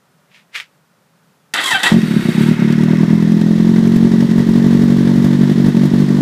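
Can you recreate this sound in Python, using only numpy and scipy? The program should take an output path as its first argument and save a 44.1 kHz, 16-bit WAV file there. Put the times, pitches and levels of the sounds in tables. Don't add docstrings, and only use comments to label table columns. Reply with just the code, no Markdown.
import sys
import numpy as np
from scipy import signal
from scipy.fft import rfft, irfft, next_fast_len
from scipy.io import wavfile
from scipy.ndimage import uniform_filter1d, minimum_filter1d

SR = 44100
rng = np.random.default_rng(int(sys.argv[2]) if len(sys.argv) > 2 else 0)


def gain_from_db(level_db):
    decades = np.asarray(level_db, float) / 20
    return 10 ** decades


def dump(signal):
    limited = np.clip(np.atleast_2d(signal).T, -1, 1)
    pcm = np.round(limited * 32767).astype(np.int16)
    wavfile.write(sys.argv[1], SR, pcm)


N = 273861
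T = np.arange(N) / SR
SIZE = next_fast_len(N + SR)
HZ = np.fft.rfftfreq(SIZE, 1 / SR)

# (time [s], firing rate [1/s])
SPEED = [(1.9, 44.29), (2.0, 44.68), (2.19, 36.66), (2.29, 31.88), (2.4, 36.7), (2.49, 39.63),
         (2.65, 37.36), (2.74, 38.58), (3.19, 42.77), (3.49, 43.27), (3.59, 44.02), (4.19, 46.03),
         (4.5, 46.32), (4.64, 46.29), (5.18, 46.87), (5.52, 48.53), (5.61, 48.05), (6.21, 49.01)]
CATCH_AT_S = SPEED[0][0]
CYLINDER_BITE_DB = [1.5, 4.1, 4.5, 1.5]
# (frequency [Hz], width [Hz], level [dB])
HOUSING = [(800, 220, 4), (1060, 26, -18), (1223, 150, 6.5), (1580, 215, 12.5), (1933, 123, 13),
           (2675, 29, 14.5), (3095, 22, 11.5), (3330, 62, 13), (3470, 27, 4), (3790, 21, 11.5),
           (4760, 57, -9), (6300, 110, -17), (7580, 91, -14), (7960, 34, -7.5), (9700, 49, -24)]


def evened(x):
    return x / np.sqrt(np.mean(x ** 2) + 1e-20)


def filtered(x, gain):
    return irfft(rfft(x, SIZE) * gain, SIZE)[:N]


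def colour(points):
    hz, db = np.transpose(points)
    return gain_from_db(np.interp(np.log(HZ + 1), np.log(hz), db))


def mode(hz, width_hz):
    return 1j * HZ * width_hz / (hz ** 2 - HZ ** 2 + 1j * HZ * width_hz)


def modes(table):
    return sum((-1) ** k * gain_from_db(db) * mode(hz, width_hz) for k, (hz, width_hz, db) in enumerate(table))


def curve(rows, column):
    rows = np.array(rows)
    return np.interp(T, rows[:, 0], rows[:, column])


def level(rows, fade_s):
    start, end = rows[0][0], rows[-1][0]
    edge = np.interp(T, [start, start + fade_s, end - fade_s, end], [0, 1, 1, 0])
    return gain_from_db(curve(rows, 1)) * edge


def clicks(at, size):
    return np.bincount(np.asarray(at, int), size, N)[:N]


def grains(per_s, spread_db):
    draw = rng.random((N, 3))
    size = gain_from_db(-spread_db * np.log(draw[:, 2] + 0.029))
    return (draw[:, 0] < per_s / SR) * np.sign(draw[:, 1] - .5) * size


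def swell(at, db, rise_s, fall_s):
    t = np.arange(6000) / SR
    shape = (1 - np.exp(-t / rise_s)) * np.exp(-t / fall_s)
    return signal.oaconvolve(clicks(at, gain_from_db(db)), shape)[:N]


def drifting(noise, window):
    return evened(uniform_filter1d(noise, window))


def yard():
    # (frequency [Hz], density [dB per Hz])
    yard_colour = [(18, -83), (30, -56), (124, -12.5), (161, -2), (327, -20), (425, -14), (473, -19),
                   (568, -14), (631, -18.5), (1390, -18.5), (2470, -26.5), (14700, -36), (15900, -49)]
    drift = drifting(rng.standard_normal(N), 6000)
    return gain_from_db(-56.5 + .5 * drift) * evened(filtered(rng.standard_normal(N), colour(yard_colour)))


def scuffs():
    # (time [s], level [dB])
    scuff_rows = [
        [(0.29, -67), (0.314, -50), (0.338, -47), (0.348, -39.5), (0.404, -47), (0.46, -67)],
        [(0.51, -67), (0.554, -18.5), (0.596, -24.5), (0.602, -22.5), (0.632, -36), (0.7, -66)],
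    ]
    # (frequency [Hz], density [dB per Hz])
    grit_colour = [(180, -69), (300, -32), (511, -24), (841, -26), (929, -13), (1080, -19), (1190, -12.5),
                   (2240, -2.5), (2650, -5), (14400, -35.5), (15900, -58)]
    # (time [s], peak [dB])
    stones = [(0.3162, -38), (0.3461, -31), (0.5444, -21), (0.5536, -10), (0.5604, -14), (0.5664, -18),
              (0.5744, -15), (0.5814, -18), (0.6005, -9), (0.6064, -13)]
    grit = evened(grains(3000, 3)) + .6 * rng.standard_normal(N)
    grit = evened(filtered(grit, colour(grit_colour)))
    s, db = np.transpose(stones)
    crack = filtered(clicks(s * SR, gain_from_db(db + 21)), mode(1960, 440) - 0.51 * mode(3440, 900))
    return .5 * grit * sum(level(rows, 0.0092) for rows in scuff_rows) + crack


def grinding():
    return rng.standard_normal(N) + 0.51 * evened(grains(900, 2.4))


def starter():
    # (time [s], gear mesh rate [Hz], whine share [0-1])
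    mesh_rows = [(1.535, 600, .15), (1.6, 900, .15), (1.641, 1112, .5), (1.685, 1068, .6), (1.72, 945, .68),
                 (1.752, 795, .62), (1.805, 750, .3), (1.865, 945, .38), (1.96, 1018, .12)]
    # (frequency [Hz], density [dB per Hz])
    grind_colour = [(71, -48), (120, -16.5), (295, -4.5), (788, -15.5), (947, -8), (1490, -11), (1860, -2),
                    (2380, -7.5), (3730, -1.5), (5070, -21.5), (9560, -24.5), (14400, -36), (15900, -56)]
    # (time [s], load [dB], fall [s], squeal above 5 kHz re load [dB])
    lurches = [
        (1.537, -21.5, 0.034, -11),
        (1.571, -22.5, 0.056, -17),
        (1.632, -25, 0.033, 0.5),
        (1.658, -20.5, 0.036, -1.5),
        (1.706, -10.5, 0.022, -24),
        (1.743, -17.5, 0.023, -25),
        (1.830, -9.5, 0.019, -9.5),
        (1.857, -12, 0.022, -17),
    ]
    wobble, flutter = rng.standard_normal((2, N))
    mesh_turns = np.cumsum(curve(mesh_rows, 1) * (1 + .025 * drifting(wobble, 250))) / SR
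    broken = gain_from_db(2.6 * drifting(rng.standard_normal((6, N)), 600))
    teeth = sum(b * np.cos(2 * np.pi * (k * mesh_turns + rng.random())) for k, b in enumerate(broken, 1))
    teeth = teeth * gain_from_db(2.5 * drifting(flutter, 120))

    grind = grinding()
    housing, tint = modes(HOUSING), colour(grind_colour)
    upper = 1 / (1 + (5000 / (HZ + 1)) ** 8)
    rough = .5 * evened(filtered(grind, tint * (1 - upper)))
    rough = rough + 0.73 * evened(filtered(grind, housing * (1 - upper)))
    whine = evened(filtered(teeth, housing + 0.37 * mode(1500, 3800)))
    squeal = evened(filtered(grind, (0.87 * housing + 1.15 * tint) * upper))
    squeal = squeal * gain_from_db(2.5 * drifting(wobble, 300))

    heave = np.array([swell([s * SR], [db], 0.0072, fall_s) for s, db, fall_s, _ in lurches])
    heave = heave + gain_from_db(-27.5) / len(lurches)
    shrill = gain_from_db(np.array(lurches)[:, -1]) @ heave
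    share = np.clip(curve(mesh_rows, 2), 0, 1)
    engaged = np.interp(T, [1.9, 1.98], [1, 0]) * (T > lurches[0][0])
    return engaged * (1.91 * heave.sum(0) * (share * whine + (1 - share) * rough) + shrill * squeal)


def knocks():
    # (time [s], peak [dB])
    knock_rows = [
        (1.5375, 3),
        (1.8317, 2),
    ]
    s, db = np.transpose(knock_rows)
    burst = rng.standard_normal(N) * swell(s * SR, db - 9, 0.0004, 0.0045)
    return filtered(burst, mode(4000, 5700) ** 2 + 0.18 * modes(HOUSING))


def chuff():
    # (time [s], level [dB])
    chuff_rows = [
        [(1.71, -77), (1.738, -27), (1.818, -52), (1.862, -34), (1.89, -44), (1.9, -12)],
    ]
    air = evened(filtered(rng.standard_normal(N), mode(157, 142) ** 3))
    return air * sum(level(rows, 0.02) for rows in chuff_rows)


def clutch():
    # (time [s], level [dB])
    overrun_rows = [(1.9, -36.5), (2.0, -33), (2.2, -30), (2.5, -29), (2.56, -41.5), (2.75, -43)]
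    # (time [s], level [dB])
    coast_rows = [(2.5, -37), (2.62, -35), (2.9, -36), (3.3, -43)]
    # (frequency [Hz], width [Hz], level [dB])
    clutch_modes = [(1490, 440, 2), (2164, 77, 5.5), (2540, 540, -3.5), (3510, 90, -1.5), (3760, 52, 4),
                    (4720, 100, -5), (7500, 170, -19), (9100, 1030, -10.5), (9670, 1900, -14.5)]
    chatter = grinding() * gain_from_db(1.5 * drifting(rng.standard_normal(N), 900))
    ring = modes(clutch_modes)
    whirr = 0.99 * level(overrun_rows, 0.01) * evened(filtered(chatter, ring))
    dull = evened(filtered(chatter, ring / (1 + (HZ / 3200) ** 6)))
    return whirr + level(coast_rows, .04) * dull


def warmth():
    from_s, by_s = 2.9, 4.4
    return np.clip((T - from_s) / (by_s - from_s), 0, 1)


def firings():
    charge_db = [-2.7, -1.9, -.7, -3.8]
    lag_ms = [0, .13, -.21, -.45]
    # (time [s], level re the cylinder's habit [dB])
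    misfires = [(2.011, -8.4), (2.064, -11.0), (2.086, -6.6), (2.139, -4.7), (2.194, -3.3), (2.225, -12.0),
                (2.315, -10.0), (2.541, -6.1), (2.566, -11.0), (2.729, -3.0), (2.957, -2.9), (3.057, -6.0),
                (3.178, -3.3), (3.202, -2.5), (3.298, -3.2), (3.392, -4.0), (3.486, -2.6), (3.58, -3.2),
                (4.093, -4.4), (4.268, -9.0), (4.445, -8.8), (5.369, -3.0), (5.536, -7.2), (5.705, -5.0),
                (5.726, -9.0), (5.895, -8.8), (6.062, -6.0), (6.167, -2.9)]
    first_turn, stumble_hz, stumble_after_s, stumble_s = -.899, 6.19, .02, .012
    rich_db, rich_s, hangover, scatter_db, even_warm, warm_gain_db = 2.5, .08, .25, .5, 0.2, 0

    s, loss_db = np.transpose(misfires)
    u = np.arange(round(10 * stumble_s * SR)) / (stumble_s * SR)
    lost_push = clicks((s + stumble_after_s) * SR, 1 - gain_from_db(loss_db))
    sag = signal.oaconvolve(lost_push, u * np.exp(1 - u))[:N]
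    turns = first_turn + np.cumsum((curve(SPEED, 1) - stumble_hz * sag) * (T >= CATCH_AT_S)) / SR
    at = np.flatnonzero(np.diff(np.ceil(turns)) > 0)
    cylinder = np.arange(len(at)) % len(charge_db)
    at = at + np.round(np.array(lag_ms)[cylinder] * SR / 1000).astype(int)

    warm = warmth()[at]
    lost = np.bincount(abs(at[:, None] / SR - s).argmin(0), loss_db, len(at))
    db = np.array(charge_db)[cylinder] * (1 - even_warm * warm) + lost
    db = db + hangover * np.roll(lost, 1) * (lost == 0)
    db = db + rich_db * (at < (CATCH_AT_S + rich_s) * SR)
    return at, cylinder, db + warm_gain_db * warm + scatter_db * rng.standard_normal(len(at))


def exhaust(at, cylinder, db):
    # (frequency [Hz], width [Hz], level [dB], sign)
    pipe = [(135.4, 31, 50.5, -1), (231.4, 94, 54, 1), (415.2, 27.7, 59, -1)]
    # (delay [ms], factor)
    echoes = [(7.4, -0.36), (15.6, -0.28)]
    puff_ms, lead_ms, blast_db = 1.03, 3.0, -0.5
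    cold_sag = 0.034
    scatter = rng.standard_normal((len(at), len(pipe)))
    puff = np.exp(-2 * (np.pi * HZ * puff_ms / 1000) ** 2 + 2j * np.pi * HZ * lead_ms / 1000)
    puff = puff * (1 + sum(share * np.exp(-2j * np.pi * HZ * ms / 1000) for ms, share in echoes))
    warm = warmth()[at]
    out = 0
    for k, (hz, width_hz, mode_db, sign) in enumerate(pipe):
        bite_db = np.array(CYLINDER_BITE_DB)[cylinder] * (k == len(pipe) - 1)
        size = gain_from_db(blast_db + db + mode_db + bite_db + .8 * scatter[:, k])
        for share, sag in ((warm, 0), (1 - warm, cold_sag)):
            blast = rfft(clicks(at, share * size), SIZE)
            out = out + np.sign(sign) * blast * mode(hz * (1 - sag), width_hz)
    return irfft(out * puff, SIZE)[:N]


def turbulence(at, cylinder, db):
    # (frequency [Hz], density [dB per Hz])
    boom_colour = [(12, -65), (20, -42), (86, -38), (119, 4.5), (161, -10), (214, 4.5), (242, 4),
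                   (282, -4.5), (355, 3.5), (520, -38), (680, -50), (1140, -120)]
    gusts = .3 * (T > CATCH_AT_S) + swell(at - 100, db, .002, .012)
    boom = evened(filtered(rng.standard_normal(N) * gusts, colour(boom_colour)))
    return gain_from_db(-27 - 1.7 * warmth()) * boom


def low_rumble(at, cylinder, db):
    # (frequency [Hz], density [dB per Hz])
    rumble_colour = [(15, -8), (30, -11), (60, 2), (100, -6), (140, -22), (200, -40)]
    lumps_db = 2.5 * db + 4 * rng.standard_normal(len(at))
    rumble = rng.standard_normal(N) * swell(at - 100, lumps_db, 0.0039, 0.0087)
    return gain_from_db(-51 + 6 * (warmth() + 1.0)) * evened(filtered(rumble, colour(rumble_colour)))


def rush(at, cylinder, db):
    cylinder_hiss_db = [-8.5, -8, -14, -15]
    # (frequency [Hz], width [Hz], level [dB])
    crack_modes = [(565.3, 14.5, 2.5), (673, 48, -3), (910, 41, -5.5), (1148, 23, -7.5)]
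    # (frequency [Hz], density [dB per Hz])
    rush_colour = [(260, -11), (450, 3), (607, 9), (683, 5), (805, -7), (908, -5.5), (1320, -15.5),
                   (1830, -13), (2430, -24), (3640, -21), (13500, -42.5), (15200, -42), (15900, -54)]
    # (frequency [Hz], width [Hz], level [dB])
    case_modes = [(1490, 140, -32), (1918, 120, -2.5), (2644, 43, -11), (3240, 61, -11), (3705, 90, -12.5),
                  (5320, 690, -19)]
    gas, clatter, tick = rng.standard_normal((3, N))
    scatter = rng.standard_normal((len(at), 3))
    hiss_db = 1.6 * db + np.array(cylinder_hiss_db)[cylinder]
    front_db = 1.3 * db + np.array(CYLINDER_BITE_DB)[cylinder] + 2.5 * scatter[:, 0]
    crack = filtered(clicks(at - 60, gain_from_db(front_db)), modes(crack_modes))

    shape = colour(rush_colour)
    low = filtered(gas * (.3 + swell(at - 70, 1.5 * db, .001, .006)), shape * mode(800, 1200))
    shaken = clatter * (.5 + swell(at, hiss_db, 0.009, 0.0024))
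    ring = filtered(shaken + 0.33 * evened(grains(600, 17.0)), modes(case_modes))
    puffs = .22 + swell(at, hiss_db + 1.5 * scatter[:, 1], .0015, .015)
    valves = tick * swell(at + 20, hiss_db + 3 * scatter[:, 2], .0003, .003)
    top = filtered(gas * puffs + 0.13 * valves, shape * (1 - mode(628, 1260)))

    warm = warmth()
    body = gain_from_db(-3) * evened(crack) + gain_from_db(-9) * evened(low)
    body = body + gain_from_db(-7.0 + 4.5 * (1 - warm)) * evened(ring)
    body = body + gain_from_db(2 + 3 * warm) * evened(top)
    catch = np.clip(1 - (T - CATCH_AT_S) / 0.06, 0, 1)
    gain = gain_from_db(-31.5 - .6 * warm + 12 * catch) * (T >= CATCH_AT_S)
    return 1.157 * gain * evened(body)


def squeaks(at, cylinder, db):
    # (multiple of the firing rate, level [dB])
    squeak_tones = [(23.7, -34.5), (50, -40)]
    first_s, last_s, lead_s = 2.35, 3.25, .011
    t, out = np.arange(1500) / SR, np.zeros(N)
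    squeaking = (cylinder == 1) & (at > first_s * SR) & (at < last_s * SR)
    for s in at[squeaking] / SR - lead_s:
        for order, tone_db in squeak_tones:
            wobble = rng.standard_normal(len(t))
            hz = order * np.interp(s, *np.transpose(SPEED))
            turns = np.cumsum(hz * (1 + .035 * drifting(wobble, 150))) / SR
            tone = gain_from_db(tone_db + 3 + wobble[0]) * np.hanning(len(t)) * np.sin(2 * np.pi * turns)
            out[round((s - .014) * SR):][:len(t)] += tone
    return out


def rattles():
    # (time [s], peak [dB])
    rattle_rows = [(2.3794, -19), (2.723, -14), (2.8344, -15), (3.2244, -22), (3.3184, -18), (3.4124, -17),
                   (3.6894, -24), (3.8724, -18), (3.9594, -18), (4.2063, -20), (4.3104, -19), (5.6594, -19),
                   (5.7664, -18)]
    s, db = np.transpose(rattle_rows)
    burst = rng.standard_normal(N) * swell(s * SR, db - 4, .0005, 0.005)
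    return filtered(burst, mode(2700, 5000) ** 2)


def scene():
    fired = firings()
    bass_cut = signal.freqs(*signal.butter(4, 131, "high", analog=True), HZ)[1]
    blasts = filtered(exhaust(*fired) + turbulence(*fired), bass_cut)
    engine = blasts + low_rumble(*fired) + rush(*fired) + squeaks(*fired) + rattles()
    cranking = starter() + knocks() + chuff() + clutch()
    return (yard() + scuffs() + cranking + engine)[None]


def low_pass(x):
    return signal.sosfilt(signal.butter(12, 16090, fs=SR, output="sos"), x)


def record(dry):
    ceiling, edge_hz = .975, 15300
    room = minimum_filter1d(np.minimum(ceiling / (abs(dry) + 1e-9), 1), size=121)
    held = dry * uniform_filter1d(room, size=121)
    edge = signal.firwin(511, edge_hz, window=("kaiser", 9), fs=SR)
    mix = signal.oaconvolve(held, edge[None], "same")
    return low_pass(mix)


dry = scene()
out = record(dry)
dump(out)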